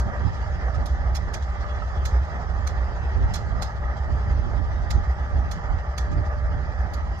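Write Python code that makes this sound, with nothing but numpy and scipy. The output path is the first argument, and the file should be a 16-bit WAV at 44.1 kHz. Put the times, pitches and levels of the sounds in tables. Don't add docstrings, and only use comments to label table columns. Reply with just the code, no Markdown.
import sys
import numpy as np
from scipy import signal
from scipy.fft import rfft, irfft, next_fast_len
from scipy.io import wavfile
from scipy.ndimage import uniform_filter1d

SR = 44100
rng = np.random.default_rng(int(sys.argv[2]) if len(sys.argv) > 2 else 0)


def how_loud(loudness_db):
    steps = np.asarray(loudness_db, float) / 20
    return 10 ** steps


def master_out(mix):
    frames = np.transpose(np.atleast_2d(mix))
    ceiling = np.clip(frames, -1, 1)
    pcm = np.round(ceiling * 32767).astype(np.int16)
    wavfile.write(sys.argv[1], SR, pcm)


N = 317520
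SIZE = next_fast_len(N + 8192)
HZ = np.maximum(np.fft.rfftfreq(SIZE, 1 / SR), 1)
TIME = np.arange(N) / SR
PATTERN_S = 1.0747


def rms_one(x):
    return x / np.sqrt(np.mean(x ** 2) + 1e-20)


def in_time(rows):
    start_s, *columns = np.transpose(rows)
    return [np.interp(TIME, start_s, column) for column in columns]


def at_hz(points):
    hz, value = np.transpose(points)
    return np.interp(np.log(HZ), np.log(np.maximum(hz, 1)), value)


def drift(rate_hz):
    r = np.exp(-80 * np.pi * rate_hz / SR)
    noise = rng.standard_normal(N // 40 + 2002)
    slow = signal.lfilter([1], [1, -2 * r, r * r], noise)[2000:]
    return np.interp(np.arange(N) / 40, np.arange(len(slow)), rms_one(slow))


def resonance(x, hz, width_hz):
    r = np.exp(-np.pi * width_hz / SR)
    poles = [1, -2 * r * np.cos(2 * np.pi * hz / SR), r * r]
    return signal.lfilter([(1 - r * r) / 2, 0, (r * r - 1) / 2], poles, x)


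def coloured(x, gain):
    return irfft(rfft(x, SIZE) * gain, SIZE)[..., :N]


def patchy_noise(spectrum, patchy_db, size):
    noise = coloured(rng.standard_normal((2, N)), how_loud(at_hz(spectrum)))
    cells = signal.stft(noise, nperseg=1024, noverlap=768)[2]
    field = rng.standard_normal(cells.shape[1:])
    for axis in (0, 1, 0, 1):
        field = uniform_filter1d(field, size[axis], axis=axis)
    cells = cells * how_loud(patchy_db * rms_one(field))
    return rms_one(signal.istft(cells, nperseg=1024, noverlap=768)[1][:, :N])


# pitch_hz [Hz], left_minus_right_db [dB]
PORT_TILT = [(100, -2.5), (700, -1.5), (1200, -6.5), (1900, -1.5), (2700, 1), (3300, -3.5), (4000, -11),
             (4500, -8), (5500, -8.5), (6800, 1), (8000, -2), (8800, 5.5), (9800, -8.5), (12000, -5)]
# pitch_hz [Hz], lead_rad [radians]
PORT_LEAD = [(0, -1.5), (600, 0.5), (1120, -2), (1380, -1.14), (1890, -2), (2150, -1.52), (3530, -3.5),
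             (4310, -9.5), (4910, -12.5), (7150, -22), (8350, -21.5), (10900, -41), (12100, -39),
             (13400, -32)]
# pitch_hz [Hz], likeness [0-1]
PORT_LIKENESS = [(100, 1), (700, 0.64), (1500, 0.98), (2600, 0.46), (4500, 0.6), (6000, 0.2), (9000, 0.06),
                 (14000, 0.8)]


def ports(pair):
    direct, scattered = rfft(pair, SIZE)
    alike = np.clip(at_hz(PORT_LIKENESS), 0, 1)
    side = np.array([[1], [-1]])
    both = np.sqrt((1 + alike) / 2) * direct + side * np.sqrt((1 - alike) / 2) * scattered
    colour = how_loud(side * at_hz(PORT_TILT) / 2)
    delay = np.exp(.5j * side * at_hz(PORT_LEAD))
    return irfft(both * colour * delay, SIZE)[:, :N]


# start_s [s], peak_db [dB]
EXHAUST_BEATS = [(0.0077, -20.4), (0.0658, -26.1), (0.1615, -24.3), (0.3407, -21.4), (0.406, -25.8),
                 (0.5008, -24.2), (0.5716, -25.3), (0.621, -23.2), (0.6551, -25.0), (0.7757, -17.9),
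                 (0.8955, -18.4), (0.9545, -24.9), (0.9894, -26.6), (1.0484, -16.6)]


def exhaust(uneven_db=1.96):
    stack_hz, stack_width_hz = 63, 16
    lead = round(PATTERN_S * SR)
    start_s, peak_db = np.transpose(EXHAUST_BEATS)
    at = np.round((start_s + PATTERN_S * np.arange(8)[:, None]) * SR).astype(int)
    clicks = np.zeros(9 * lead)
    clicks[at] = how_loud(peak_db + uneven_db * rng.standard_normal(at.shape))
    rung = resonance(resonance(clicks, stack_hz, stack_width_hz), stack_hz, stack_width_hz)
    peak = np.pi * stack_width_hz / SR * 2 / np.e
    return rung[lead:lead + N] / peak


# strokes_per_pattern [count], first_crest_s [s], roar_depth_db [dB], hiss_depth_db [dB]
FIRING_THROBS = [
    (4, 0.18, 0.1, 0.2),
    (8, 0.00092, 0.5, 0.44),
    (12, .002, 0, 1),
    (16, 0.013, 0.76, 1),
]


def throb(column):
    swell_db = 0
    for row in FIRING_THROBS:
        swell_db = swell_db + row[column] * np.cos(2 * np.pi * row[0] / PATTERN_S * (TIME - row[1]))
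    return how_loud(swell_db)


# start_s [s], level_db [dB]
AIR_CARRY = [(0.0, -1), (0.36, 3), (0.92, -1), (1.3, -0.5), (2.0, 2), (2.51, -0.5), (3.23, 1), (3.97, -2),
             (4.35, 0), (5.23, -1), (6.5, -2.5), (7.2, -1)]
# pitch_hz [Hz], level_db [dB per Hz]
ROAR_COLOUR = [(53, -43.5), (90, -7.5), (102, -4.5), (152, -4.5), (240, -14), (269, -22.5), (363, -15),
               (548, -12.5), (581, -10), (829, -8.5), (1070, -15.5), (1220, -9.5), (1460, -17.5),
               (1890, -12.5), (2700, -46.5), (3510, -61.5), (5940, -120)]
# pitch_hz [Hz], level_db [dB per Hz]
HISS_COLOUR = [(1410, -37.5), (2400, -0.5), (2640, -1.5), (3310, 1), (3580, -5), (3970, -8), (4360, -5.5),
               (4970, -3), (5390, -4.5), (6280, -6.5), (7540, -13.5), (8410, -29.5), (9180, -26),
               (10700, -45), (13700, -35.5)]
# pitch_hz [Hz], width_hz [Hz], level_db [dB]
HOUSING_RINGS = [
    (3270, 78, -15.5),
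    (4730, 80, -17),
    (6200, 340, -29),
]


def engines():
    air_db, = in_time(AIR_CARRY)
    roar_db = -36 - 0.24 * TIME - 0.11 * air_db
    roar_gain = how_loud(roar_db) * throb(2) * how_loud(1.18 * drift(8.2))
    roar = roar_gain * patchy_noise(ROAR_COLOUR, patchy_db=1.5, size=(3, 12))
    hiss = patchy_noise(HISS_COLOUR, patchy_db=3.0, size=(4, 6))
    white = rng.standard_normal((2, N))
    for hz, width_hz, level_db in HOUSING_RINGS:
        hiss = hiss + how_loud(level_db + 2.0 * drift(12)) * rms_one(resonance(white, hz, width_hz))
    hiss_gain = how_loud(-56 + air_db) * throb(3) * how_loud(0.37 * drift(2))
    return roar + hiss_gain * hiss


# start_s [s], level_db [dB]
BLOWER_WHINE = [(0.0, -46.5), (0.22, -49.5), (0.42, -57), (0.75, -48.5), (1.46, -56.5), (1.7, -44.5),
                (2.38, -71), (2.51, -50.5), (2.85, -50.5), (3.17, -63), (3.27, -52), (4.35, -51.5),
                (4.71, -53.5), (5.17, -48.5), (5.59, -52.5), (6.46, -44.5), (7.04, -59), (7.2, -60)]


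def blower():
    blade_hz, whistle_hz, whistle_width_hz = 591.7, 808, 16
    level_db, = in_time(BLOWER_WHINE)
    turn = 2 * np.pi * np.cumsum(blade_hz + .9 * drift(.5)) / SR
    octave = how_loud(-7 + 2 * drift(2)) * np.sin(2 * turn)
    tone = how_loud(level_db + 4.5) * (np.sin(turn) + octave)
    whistle = resonance(rng.standard_normal(N), whistle_hz, whistle_width_hz)
    whistle = resonance(whistle, whistle_hz, whistle_width_hz)
    return tone + how_loud(-53) * rms_one(whistle)


# start_s [s], peak_db [dB], open_s [s], echo_db [dB], nozzle_ring_hz [Hz]
NEAR_SPITS = [(-.016, -26, 0.013, -11.5, 4550), (0.8583, -42, 0.01, 4.5, 5430),
              (1.1505, -35, 0.024, -1.5, 5330), (1.339, -30.5, 0.011, -4.5, 4920),
              (2.0548, -27.5, 0.0053, -4.5, 6430), (2.6726, -30, 0.0052, -7, 6140),
              (3.3386, -35.5, 0.027, 4.5, 4170), (3.622, -32, 0.0099, 0, 5100),
              (4.9064, -29.5, 0.0081, -6.5, 5350), (5.514, -36, 0.008, -0.5, 6870),
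              (5.9803, -28.5, 0.0045, -5, 4460), (6.937, -41.5, 0.0089, -0.5, 4450),
              (7.188, -55, 0.01, -22, 4430)]
# start_s [s], peak_db [dB], nozzle_ring_hz [Hz]
DISTANT_SPITS = [(0.7426, -46.5, 3270), (1.4232, -48, 5250), (1.6072, -47.5, 5200), (1.9675, -54, 5400),
                 (3.9674, -48.5, 4930), (4.3075, -53.5, 3390), (5.037, -54, 3260), (5.1821, -57, 5120),
                 (5.7853, -52.5, 3700), (6.1163, -48, 4750), (6.252, -51, 4880)]
# pitch_hz [Hz], level_db [dB per Hz]
JET_COLOUR = [(1350, -31), (2300, -18), (2900, -17.5), (3370, 3.5), (3850, -6), (4120, 1.5), (4470, -1),
              (5080, -1.5), (5510, -2), (6120, 1.5), (7480, -3.5), (8310, -15.5), (9570, -16), (11900, -20),
              (13700, -31.5)]


def drain_valves():
    jet = patchy_noise(JET_COLOUR, patchy_db=3.0, size=(3, 5))
    body_band = signal.butter(2, [1200, 2600], "band", fs=SR, output="sos")
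    body = signal.sosfilt(body_band, rng.standard_normal((2, N)))
    low = coloured(jet, HZ < 8200)
    high = coloured(jet, HZ >= 8200)
    high = rms_one(high + how_loud(2.5) * resonance(high, 12300, 1500))
    spits = []
    for start_s, peak_db, open_s, echo_db, ring_hz in NEAR_SPITS:
        treble_db = -17 - 0.3 * (peak_db + 35)
        spits.append((start_s, peak_db, open_s, echo_db, treble_db, ring_hz))
    for start_s, peak_db, ring_hz in DISTANT_SPITS:
        spits.append((start_s, peak_db, 0.022, -10.5, -32.5, ring_hz))
    out = np.zeros((2, N))
    for start_s, peak_db, open_s, echo_db, treble_db, ring_hz in spits:
        on = (TIME > start_s - .016) & (TIME < start_s + .3)
        since = TIME[on] - start_s
        lead_in = how_loud(-26) * (since < 0)
        opening = np.clip((since + 0.0059) / 0.0076, 0, 1) ** 2 + lead_in
        sag_db = 3 * np.abs(since - .003) / open_s
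        blow = how_loud(-60 * np.maximum(since - open_s, 0) / .045 - sag_db)
        echo = how_loud(echo_db - 60 * np.abs(since) / 0.23)
        ring = rms_one(resonance(resonance(jet[:, on], ring_hz, 350), ring_hz, 350))
        middle = (blow + echo) * (low[:, on] + how_loud(-11.5) * ring)
        middle = middle + how_loud(2.5) * blow * rms_one(body[:, on])
        dull_echo = how_loud(-4.5 - 60 * np.abs(since) / 0.5) * echo
        treble = how_loud(treble_db + 9.0) * (blow ** 1.8 + dull_echo) * high[:, on]
        out[:, on] += how_loud(peak_db - 10.0) * opening * (middle + treble)
    return out


def gusts(middle_s, hold_s, level_db, calm_db, pace=1):
    rise_db_per_s, die_db_per_s = 259.5, 220.5
    off = TIME[::64, None] - middle_s
    rise_db = rise_db_per_s * np.maximum(-off - hold_s / 2, 0)
    die_db = die_db_per_s * np.maximum(off - hold_s / 2, 0)
    power = how_loud(calm_db) ** 2 + np.sum(how_loud(level_db - pace * (rise_db + die_db)) ** 2, axis=1)
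    return np.interp(TIME, TIME[::64], 10 * np.log10(power))


# middle_s [s], hold_s [s], rustle_db [dB], thud_db [dB]
GUSTS_RIGHT = [(.04, .1, -27.5, -34.5), (0.253, 0.05, -23.5, -20), (.6, .34, -32.5, -26),
               (0.805, 0.056, -32, -19.5), (1.1, 0.37, -33.5, -25.5), (1.813, 0.053, -48, -27.5),
               (1.95, 1.5, -40, -30), (2.034, 0.049, -42, -30), (2.586, 0.19, -36, -23.5),
               (2.85, 0.37, -38.5, -26.5), (3.212, 0.092, -29.5, -17), (3.38, 0.33, -29.5, -25),
               (3.54, 0.036, -26, -21.5), (3.93, .2, -32.5, -36.5), (4.118, .08, -31, -22.5),
               (4.408, 0.26, -25, -21.5), (4.593, 0.055, -25.5, -18), (4.803, 0.13, -28.5, -22.5),
               (4.975, .03, -28, -15.5), (5.21, 0.1, -37.5, -38), (5.377, 0.079, -27.5, -21),
               (5.53, 0.34, -36.5, -28.5), (5.729, 0.029, -28.5, -16), (6.165, 0.08, -22, -21),
               (6.423, 0.15, -35.5, -23.5), (6.55, 0.067, -31.5, -26), (6.716, 0.32, -33.5, -26.5),
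               (7.055, 0.21, -34, -29)]
# middle_s [s], hold_s [s], rustle_db [dB]
GUSTS_LEFT = [(.04, .1, -32.5), (0.257, 0.14, -35.5), (0.417, .1, -37), (0.816, 0.084, -33.5),
              (1.05, 0.44, -40.5), (2.0, 2, -44), (2.85, .3, -42), (3.353, 0.51, -36), (3.59, 0.034, -28.5),
              (3.846, 0.12, -34.5), (4.136, 0.096, -31.5), (4.307, 0.083, -37.5), (4.548, 0.49, -36),
              (4.953, .15, -32.5), (5.36, 0.066, -34), (5.6, 0.35, -39.5), (6.18, 0.15, -35),
              (6.518, 0.13, -35.5), (6.8, 0.31, -41), (7.1, 0.17, -41.5)]
# pitch_hz [Hz], level_db [dB per Hz]
WIND_COLOUR = [(15, -17.5), (30, -1), (50, 7), (70, 7), (87, 3), (134, -11.5), (265, -24), (366, -26.5),
               (480, -36), (700, -57), (1300, -120)]


def wind():
    calm_db, calm_thud_db = -53, -38
    middle_s, hold_s, rustle_db, thud_db = np.transpose(GUSTS_RIGHT)
    left_db = gusts(*np.transpose(GUSTS_LEFT), calm_db)
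    right_db = gusts(middle_s, hold_s, rustle_db, calm_db)
    noise = patchy_noise(WIND_COLOUR, patchy_db=2.0, size=(2, 8))
    low = coloured(noise, HZ < 95)
    rustle = rms_one(noise - low)
    low[0] = .6 * low[1] + .8 * low[0]
    swing = np.sqrt(uniform_filter1d(low ** 2, size=2600) + 1e-9)
    left_thud_db = -31 + 0.38 * (left_db + 39)
    right_thud_db = gusts(middle_s, hold_s, thud_db - 0.5, calm_thud_db, pace=0.92)
    thud = how_loud([left_thud_db, right_thud_db]) * low / swing
    lumps = how_loud(np.array([2.0 * drift(21), 2.0 * drift(33)]))
    return lumps * how_loud([left_db, right_db]) * (rustle - 0.11 * rustle[::-1]) + thud


# start_s [s], peak_db [dB], pitch_hz [Hz]
COUPLER_KNOCKS = [
    (0.0727, -38, 785),
    (0.6794, -33.5, 772),
    (0.7431, -34, 1274),
    (1.8201, -31.5, 1286),
    (2.2394, -37.5, 830),
    (3.8955, -42, 1250),
    (4.1038, -42, 1260),
    (6.12, -34.5, 1238),
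    (6.7214, -38, 768),
]


def couplers():
    out = np.zeros(N)
    for start_s, peak_db, hz in COUPLER_KNOCKS:
        since = np.maximum(TIME - start_s, 0)
        strike = np.minimum(since / 0.0013, 1)
        out += how_loud(peak_db + 2 - 60 * since / 0.12) * strike * np.sin(2 * np.pi * hz * since)
    return out


# start_s [s], peak_db [dB]
EDDY_SLAPS = [(0.259, -25), (0.69, -30.5), (3.209, -23), (3.559, -29), (4.169, -47), (4.329, -30),
              (4.613, -21), (4.798, -25), (4.964, -35), (5.351, -28), (5.728, -39), (6.154, -35),
              (6.278, -39), (6.551, -30), (7.115, -24)]


def slaps():
    start_s, peak_db = np.transpose(EDDY_SLAPS)
    clicks = np.zeros(N)
    push_or_pull = rng.choice([-1, 1], len(start_s))
    clicks[np.round((start_s + .004) * SR).astype(int)] = how_loud(peak_db + 39) * push_or_pull
    pulse = signal.sosfilt(signal.butter(1, [70, 160], "band", fs=SR, output="sos"), clicks)
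    pulse = signal.sosfilt(signal.butter(2, 450, fs=SR, output="sos"), pulse)
    return pulse * how_loud([[-12], [.1]])


# start_s [s], pitch_hz [Hz], level_db [dB]
FLANGE_GROAN = [
    (3.05, 449, -60.5),
    (3.12, 462, -52),
    (3.22, 519, -44.5),
    (3.3, 536, -66),
]


def flange():
    hz, level_db = in_time(FLANGE_GROAN)
    on = (TIME > FLANGE_GROAN[0][0]) & (TIME < FLANGE_GROAN[-1][0])
    rising = np.sin(2 * np.pi * np.cumsum(hz) / SR)
    steady = how_loud(4.5) * np.sin(2 * np.pi * 390 * TIME)
    return on * how_loud(level_db) * (rising + steady)


def scene():
    thumps = exhaust() * how_loud([[0.1], [.5]])
    tones = ports((blower() + couplers() + flange()) * [[1], [0]])
    valves = ports(drain_valves()) * how_loud([[-1.5], [1.5]])
    return thumps + ports(engines()) + tones + valves + wind() + slaps()


def band_limit(x):
    return signal.sosfilt(signal.butter(12, 15830, fs=SR, output="sos"), x)


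def record(dry):
    heard = coloured(dry, how_loud(-2 * np.maximum(HZ - 13800, 0) / 1000))
    self_noise = how_loud(-82) * rng.standard_normal((2, N)) * how_loud([[-1.5], [1.5]])
    return band_limit(heard + self_noise)


dry = scene()
out = record(dry)
master_out(out)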